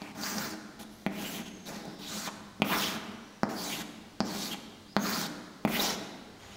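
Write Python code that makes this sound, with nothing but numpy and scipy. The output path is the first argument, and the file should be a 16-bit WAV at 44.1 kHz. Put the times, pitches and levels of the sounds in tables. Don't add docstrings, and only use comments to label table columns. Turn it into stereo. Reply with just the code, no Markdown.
import sys
import numpy as np
from scipy import signal
from scipy.fft import rfft, irfft, next_fast_len
from scipy.io import wavfile
from scipy.ndimage import uniform_filter1d, map_coordinates

SR = 44100
rng = np.random.default_rng(int(sys.argv[2]) if len(sys.argv) > 2 else 0)


def dump(signal):
    limited = np.clip(np.atleast_2d(signal).T, -1, 1)
    pcm = np.round(limited * 32767).astype(np.int16)
    wavfile.write(sys.argv[1], SR, pcm)


N = 289457


def strokes():
    # (frequency [Hz], level [dB])
    dust_eq = [(1500, -9), (3100, -0.5), (6500, -3), (8900, -7), (11000, 1), (13000, 0.5), (15700, -7.5)]
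    # (frequency [Hz], level [dB])
    scrape_eq = [(200, -26), (450, 9), (800, -9.5), (1440, 10), (2400, 5.5), (4000, -39)]

    def resonance(hz, s, name, trim_db, width_hz):
        centre_hz = control(name + "_hz", s, lifted_db=None)
        return amp(control(name, s) + trim_db) * hump(hz, centre_hz, width_hz)

    def tip_colour(hz, s):
        low_ring = resonance(hz, s, "low_ring", trim_db=-6.5, width_hz=1270)
        high_ring = resonance(hz, s, "high_ring", trim_db=-4.5, width_hz=2870)
        panel = resonance(hz, s, "scrape", trim_db=-7, width_hz=700)
        sizzle = amp(control("sizzle", s)) * hump(hz, centre_hz=14850, width_hz=1500)
        return low_ring + high_ring + panel + sizzle

    t = np.arange(N) / SR
    crumbs = grit(spread_db=12.5, density=.03)
    hiss = coloured(crumbs, dust_eq) * amp(control("hiss", t))
    scrape = coloured(crumbs, scrape_eq) * amp(control("scrape", t) - 12)
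    push = rng.standard_normal(N) * amp(control("thrum", t) + 14.5 + wobble(rate_hz=14, depth_db=3))
    tip = shaped(crumbs, tip_colour, patchy_db=2.5)
    rubbing = shaped(hiss + scrape, lambda hz, s: 1, patchy_db=3.3)
    unsteady_hand = amp(wobble(rate_hz=18, depth_db=1.5))
    return rubbing + tip * unsteady_hand + filtered(push, board)


def grit(spread_db, density):
    grains = (rng.random(N) < density) * amp(spread_db * rng.random(N))
    return unit((1 + grains) * rng.standard_normal(N))


def ruled_lines():
    # (time [s], hiss [dB], relative scrape [dB], low ring pitch [Hz],
    # low ring offset from hiss [dB], high ring offset from hiss [dB])
    gestures = [
        [(0.15, -76, -65, 3470, 10, 8), (0.182, -66.5, -49, 4900, 6, 19), (0.24, -58, -40, 4800, 17, 15),
         (0.304, -56, -42.5, 4870, -1, 16.5), (0.394, -54.5, -43.5, 4800, -3, 16),
         (0.436, -52.5, -41, 3770, 12, 5), (0.508, -61, -50, 4700, -1, 17), (0.545, -68, -55, 4120, 14, 11)],
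        [(1.11, -81, -40, 2850, 18, 8), (1.126, -66, -51, 2940, 13, 6), (1.186, -54.5, -59, 2800, 6, -4),
         (1.222, -50.5, -46, 3100, 5.5, -3), (1.346, -48.5, -58, 3060, 4, -3), (1.382, -50.5, -64, 3030, 9, -3),
         (1.41, -60, -52, 2840, 15, 1), (1.425, -70, -58, 2830, 15, 9)],
        [(1.657, -67, -51, 3940, 13, 12), (1.667, -56, -49, 4130, 6, 0), (1.691, -55.5, -40.5, 5000, 10, 9),
         (1.719, -60.5, -42, 5030, 2, 7), (1.757, -64, -43.5, 3940, 16, 7), (1.831, -74, -65, 4350, 13, -1),
         (1.885, -80, -64, 4160, 20, 2), (1.95, -91, -64, 4160, 16, 8)],
        [(1.99, -66, -66, 3960, 11, 1), (2.01, -65, -65, 3910, 18, 7), (2.044, -62, -60, 3800, 24, 6),
         (2.118, -57, -45, 4120, 13.5, 11.5), (2.184, -54, -49, 4430, 10, 13.5),
         (2.236, -53, -47.5, 4330, 8, 10), (2.276, -53.5, -36, 3720, 17.5, 12), (2.29, -72, -34, 3680, 18, 8)],
        [(2.645, -61, -36, 2700, 21, 3), (2.655, -56, -50, 2690, 10, -1), (2.695, -47, -50, 2950, 7, -9),
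         (2.727, -47.5, -29, 3170, 11.5, 2), (2.789, -45.5, -32.5, 3660, -1, 7),
         (2.827, -47.5, -44.5, 3120, 18.5, 10), (2.951, -58, -45, 3730, 12, 15), (2.98, -73, -56, 3320, 18, 7)],
        [(3.49, -66, -40.5, 4100, 16, 11), (3.518, -61.5, -51, 5200, 7, 11), (3.602, -49, -46, 4800, 9.5, -13),
         (3.646, -52, -48, 4380, 4, 10), (3.73, -46, -49, 3080, 11.5, -0.5), (3.788, -52, -60, 3310, 10.5, 3),
         (3.822, -52, -44, 3660, 11, 5), (3.825, -69, -50, 3580, 10, 6)],
        [(4.23, -85, -50, 4730, 18, 17), (4.26, -63, -49, 4400, 9, 12), (4.368, -50, -51, 4300, 6, 2),
         (4.42, -48.5, -50, 3930, 15.5, 7), (4.472, -48, -45, 4400, 6.5, 6), (4.51, -52.5, -58, 3220, 12, 4),
         (4.534, -46.5, -47, 3270, 14, -3), (4.548, -63, -34.5, 3170, 15, 8)],
        [(4.99, -67, -44, 3300, 11, -1), (5.028, -54, -50, 4240, -3, 7), (5.058, -53, -33, 4330, 13, 5),
         (5.104, -47.5, -37, 4410, -4, 4), (5.144, -51.5, -39.5, 4600, 14, 9),
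         (5.216, -49.5, -45, 3840, -6, 13), (5.258, -63.5, -45, 3980, 23, 20), (5.27, -51, -47, 3920, 9, 2)],
        [(5.675, -59, -31, 2700, 10, 1), (5.691, -53, -44, 2800, 0, -6), (5.755, -42.5, -42, 2700, 15, -11),
         (5.789, -44.5, -33, 3620, 2, 0), (5.825, -41.5, -36, 4370, 2, 4.5),
         (5.895, -51.5, -36, 3980, 11.5, 15.5), (5.941, -54, -40.5, 3870, 1, 15),
         (5.96, -68, -39, 4020, 15, 10)],
    ]
    # (starting sizzle offset from hiss [dB], relative thrum [dB], scrape centre [Hz], high ring [Hz])
    grips = [(8, -39.5, 1300, 6000), (-5, -40.5, 400, 6000), (-10, -41.5, 680, 6200),
             (-5, -40.5, 1100, 6360), (3, -38.5, 1220, 5700), (-6, -42, 910, 6400), (-9, -41.5, 880, 5900),
             (4, -39, 1300, 5900), (0, -40.5, 720, 5450)]
    sizzle_db_per_s = -21
    return [[dict(time=s, hiss=hiss, low_ring=hiss + low, low_ring_hz=low_hz,
                  high_ring=hiss + high, high_ring_hz=high_hz, scrape=scrape, scrape_hz=scrape_hz,
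                  thrum=thrum, sizzle=hiss + sizzle + sizzle_db_per_s * (s - gesture[0][0]))
             for s, hiss, scrape, low_hz, low, high in gesture]
            for gesture, (sizzle, thrum, scrape_hz, high_hz) in zip(gestures, grips)]


def faint_chalk():
    # (time [s], length [s], hiss [dB], relative ring [dB],
    # ring pitch [Hz], relative scrape [dB], relative thrum [dB])
    sounds = [(0, 0.12, -72, -53.5, 2400, -50, -46.5), (0.792, 0.044, -51.5, -56, 3820, -54.5, -43),
              (0.906, .14, -66, -85, 3800, -77, -76), (1.455, 0.032, -67, -45, 3280, -60, -46),
              (6.392, 0.36, -72, -52.5, 3240, -52, -53)]
    swell = [(0, -7), (.15, 0), (1, -3)]  # (share of the length, level [dB])
    return [[dict(time=s + share * length, hiss=hiss + db, low_ring=ring + db, low_ring_hz=ring_hz,
                  high_ring=ring - 8 + db, high_ring_hz=6300, scrape=scrape + db, scrape_hz=790,
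                  thrum=thrum + db, sizzle=hiss - 30 + db)
             for share, db in swell]
            for s, length, hiss, ring, ring_hz, scrape, thrum in sounds]


def control(name, t, lifted_db=-110):
    lift_s = .004
    lane = []
    for event in sorted(ruled_lines() + faint_chalk(), key=lambda e: e[0]["time"]):
        points = [(point["time"], point[name]) for point in event]
        if lifted_db is not None:
            points = [(points[0][0] - lift_s, lifted_db), *points, (points[-1][0] + lift_s, lifted_db)]
        lane += points
    return np.interp(t, *np.transpose(lane))


def taps():
    # (time [s], relative level [dB], contact [ms], stick ring [Hz],
    # ring offset [dB], boom offset [dB], crack offset [dB])
    hits = [(0.0185, -31.5, 0.61, 4500, 7.5, 8.5, -31), (0.2358, -24.5, 0.39, 4650, 10, -5, -23),
            (0.3827, -20, 0.32, 5100, 7, -8, -26), (0.385, -27.5, 0.27, 5740, 15, -12, -23),
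            (1.0644, -19.5, 0.53, 2000, 9, 9.5, -22), (1.854, -31, 1.16, 6100, -1, -1.5, -19),
            (1.879, -34.5, 1.2, 4500, -16, 7.5, -24), (2.277, -26.5, 0.58, 3580, -13, 0, -24),
            (2.6, -31.5, 1.55, 2450, -22, 3.5, -24), (2.62, -8, 0.61, 2620, 4.5, -1, -28),
            (3.117, -46, 0.35, 5960, -6, -14, -10), (3.4331, -7.5, 0.585, 5200, -8, -1.5, -39),
            (4.2047, -11, 0.6, 4970, 2, 0, -49), (4.5234, -45, 0.26, 3200, -3, -22, -22),
            (4.966, -5.5, 0.49, 4230, -4, -3, -34), (5.6506, -9, 0.82, 2340, -5, -1.5, -27.5)]
    ring_t60_s, crack_t60_s = .0028, .016
    click, force, crack = np.zeros((3, N + SR))
    t = np.arange(SR // 50) / SR
    for s, db, contact_ms, ring_hz, ring_db, boom_db, crack_db in hits:
        span = slice(round(s * SR), round(s * SR) + len(t))
        push = np.sin(np.pi * np.clip(1000 * t / contact_ms, 0, 1)) ** 1.08
        ring = amp(ring_db - 60 * t / ring_t60_s) * np.sin(2 * np.pi * ring_hz * t)
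        click[span] += amp(db) * (push + ring)
        crack[span] += amp(db + crack_db - 60 * t / crack_t60_s) * rng.standard_normal(len(t))
        force[span] += amp(db + boom_db + 8.5) * push
    soft_click = filtered(click[:N], lambda f: 1j * f / (600 + 1j * f) / (1 + 1j * f / 6000) ** 2)
    wall = lambda f: mode(f, centre_hz=102.6, width_hz=22, db=-12.5)
    boom = filtered(force[:N], lambda f: board(f) + wall(f))
    return soft_click + crack[:N] + boom


def board(hz):
    # (frequency [Hz], width [Hz], level [dB])
    modes = [(204.7, 23.4, 5), (225.6, 40, -6), (290.5, 27.6, -2), (320, 16, -25), (402, 17, -13),
             (519, 72, -18.5), (640, 42, -8.5), (770, 110, -13), (1050, 22, -48), (1320, 29, -18),
             (1452, 39, -15)]
    return sum(mode(hz, *row) for row in modes) * 1j * hz / (85 + 1j * hz)


def judders():
    # (time [s], length [s], pitch [Hz], width [Hz], level [dB])
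    catches = [(0.226, 0.044, 4250, 900, -57), (1.248, 0.034, 2850, 600, -44.5),
               (1.66, 0.021, 3830, 492, -50), (5.002, 0.13, 6500, 688, -46), (1.26, .04, 7460, 600, -52),
               (2.698, 0.046, 1000, 504, -34), (2.747, 0.015, 3670, 500, -37),
               (2.832, 0.014, 3070, 300, -34), (2.859, 0.031, 3120, 250, -37.5),
               (3.644, 0.042, 4040, 700, -47), (3.714, 0.031, 2250, 400, -45.5),
               (4.513, .027, 3150, 708, -42), (5.042, 0.03, 4250, 600, -41), (5.066, 0.027, 4960, 500, -44),
               (5.122, 0.044, 4730, 805, -41), (5.232, 0.021, 4000, 1200, -43.5),
               (5.738, 0.031, 2060, 300, -35), (5.794, 0.016, 3880, 600, -32.5),
               (5.854, 0.0093, 3570, 700, -33), (5.889, 0.0067, 3440, 900, -36)]
    return bursts([(s, length, hz, hz, width, db) for s, length, hz, width, db in catches], fade=.23)


def whispers():
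    # (time [s], length [s], start pitch [Hz], end pitch [Hz], width [Hz], level [dB])
    hisses = [(.83, 0.084, 3700, 3760, 500, -64), (.88, 0.32, 6100, 5900, 306, -72),
              (1.41, 0.38, 6450, 6300, 250, -59.5), (1.7, 0.52, 5200, 5070, 900, -62.5),
              (1.76, 0.39, 3800, 3800, 700, -62), (3.1, 0.32, 5800, 5870, 400, -68),
              (4.855, .05, 3730, 3900, 1200, -66), (4.875, 0.071, 4600, 5200, 300, -61),
              (6.38, 0.19, 6700, 6800, 610, -68)]
    return bursts(hisses, fade=.35)


def wall_echoes(x):
    # (delay [s], level [dB])
    reflections = [(.0045, -11), (.007, -10.5), (0.0123, -18.5), (0.013, -47.5), (0.019, -17.5),
                   (.022, -28), (.028, -42), (0.035, -28), (0.103, -22)]
    echoes = sum(amp(db) * np.pad(x, (round(s * SR), 0))[:N] for s, db in reflections)
    smear = amp(-60 * np.arange(200) / SR / .0082) * rng.standard_normal(200)
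    smeared = signal.fftconvolve(echoes, smear / np.linalg.norm(smear))[:N]
    return filtered(smeared, lambda f: 1 / (1 + 1j * f / 5000))


def classroom_tail(x):
    # (frequency [Hz], decay to -60 dB [s], tail energy [dB])
    bands = [(99.5, 0.29, -25.5), (206, 2.02, 7.5), (520, 1.58, -3), (2070, 1.6, -5), (4900, 0.96, -9.5),
             (8100, 0.76, -7), (11000, 0.92, -11), (16000, .6, -21)]
    step, build_up_s = SR // 4, .0049
    hz, t, noise = signal.stft(rng.standard_normal((N // step + 1, SR * 5 // 4)), SR, nperseg=256)
    t60 = along([(f, seconds) for f, seconds, _ in bands], hz)[:, None]
    energy_db = along([(f, db) for f, _, db in bands], hz)[:, None]
    decay = amp(energy_db - 10 * np.log10(t60) - 60 * t / t60)
    tails = signal.istft(noise * decay, SR, nperseg=256)[1] * np.sqrt(6 * np.log(10) / SR)
    tails *= 1 - np.exp(-np.arange(tails.shape[1]) / SR / build_up_s)
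    reverb = np.zeros(N + 3 * SR)
    for k, tail in enumerate(tails):
        wet = signal.fftconvolve(x[k * step:(k + 1) * step], tail)
        reverb[k * step:][:len(wet)] += wet
    return reverb[:N]


def room_tone():
    # (frequency [Hz], level [dB])
    air_eq = [(24, -7), (34, -14), (45, -40), (80, -53), (130, -2.5), (207, -1), (253, -6.5), (328, -6),
              (501, -9), (735, -10.5), (2510, -20), (4150, -13.5), (13100, -32), (16000, -31)]
    # (time [s], level [dB])
    swells = [(0, -61.5), (.6, -71), (1.9, -66.5), (2.3, -70), (2.5, -63), (3.1, -62), (3.6, -77),
              (4.05, -62), (4.3, -73), (4.8, -64.5), (5.2, -70), (6.05, -74), (6.56, -54)]
    air = amp(-57) * coloured(rng.standard_normal(N), air_eq)
    drone = unit(filtered(rng.standard_normal(N), lambda f: hump(f, centre_hz=98, width_hz=30)))
    rumble = unit(filtered(rng.standard_normal(N), lambda f: hump(f, centre_hz=57, width_hz=29)))
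    drone *= amp(np.interp(np.arange(N) / SR, *np.transpose(swells)))
    rumble *= amp(-70 + wobble(rate_hz=2.4, depth_db=1.3))
    return shaped(air, lambda hz, s: 1, patchy_db=.5) + drone + rumble


def bursts(rows, fade):
    def gain(hz, t):
        total = 0
        for s, length, start_hz, end_hz, width_hz, db in rows:
            progress = (t - s) / length
            gate = np.clip(np.minimum(progress, 1 - progress) / fade + .5, 0, 1)
            centre_hz = start_hz + (end_hz - start_hz) * np.clip(progress, 0, 1)
            total += gate * amp(db) * hump(hz, centre_hz, width_hz, order=4)
        return total
    return shaped(rng.standard_normal(N), gain, patchy_db=1.5)


def shaped(x, gain, patchy_db):
    hz, t, spectra = signal.stft(x, SR, nperseg=256)
    patches = uniform_filter1d(rng.standard_normal(spectra.shape), 5, axis=0)
    patches = unit(uniform_filter1d(patches, 9, axis=1))
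    return signal.istft(spectra * gain(hz[:, None], t) * amp(patchy_db * patches), SR, nperseg=256)[1][:N]


def filtered(x, response):
    size = next_fast_len(N + SR // 2)
    return irfft(rfft(x, size) * response(np.fft.rfftfreq(size, 1 / SR)), size)[..., :N]


def coloured(x, eq):
    return unit(filtered(x, lambda f: amp(along(eq, f))))


def mode(hz, centre_hz, width_hz, db):
    return amp(db) * 1j * hz * width_hz / (centre_hz ** 2 - hz ** 2 + 1j * hz * width_hz)


def hump(hz, centre_hz, width_hz, order=2):
    return np.sqrt(SR / np.pi / width_hz * 2) / (1 + (2 * (hz - centre_hz) / width_hz) ** order)


def wobble(rate_hz, depth_db):
    knots = rng.standard_normal(int(N * rate_hz / SR) + 4)
    return depth_db * map_coordinates(knots, [np.arange(N) * rate_hz / SR])


def along(points, hz):
    frequencies, values = np.transpose(points)
    return np.interp(np.log(hz + 1), np.log(frequencies + 1), values)


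def amp(db):
    return 10 ** (np.asarray(db) / 20)


def unit(x):
    return x / np.sqrt(np.mean(x ** 2) + 1e-20)


def scene():
    chalk = strokes() + taps() + judders() + whispers()
    return np.tile(chalk + classroom_tail(chalk) + wall_echoes(chalk) + room_tone(), (2, 1))


def record(dry):
    return filtered(dry, lambda hz: hz < 15750)


dry = scene()
out = record(dry)
dump(out)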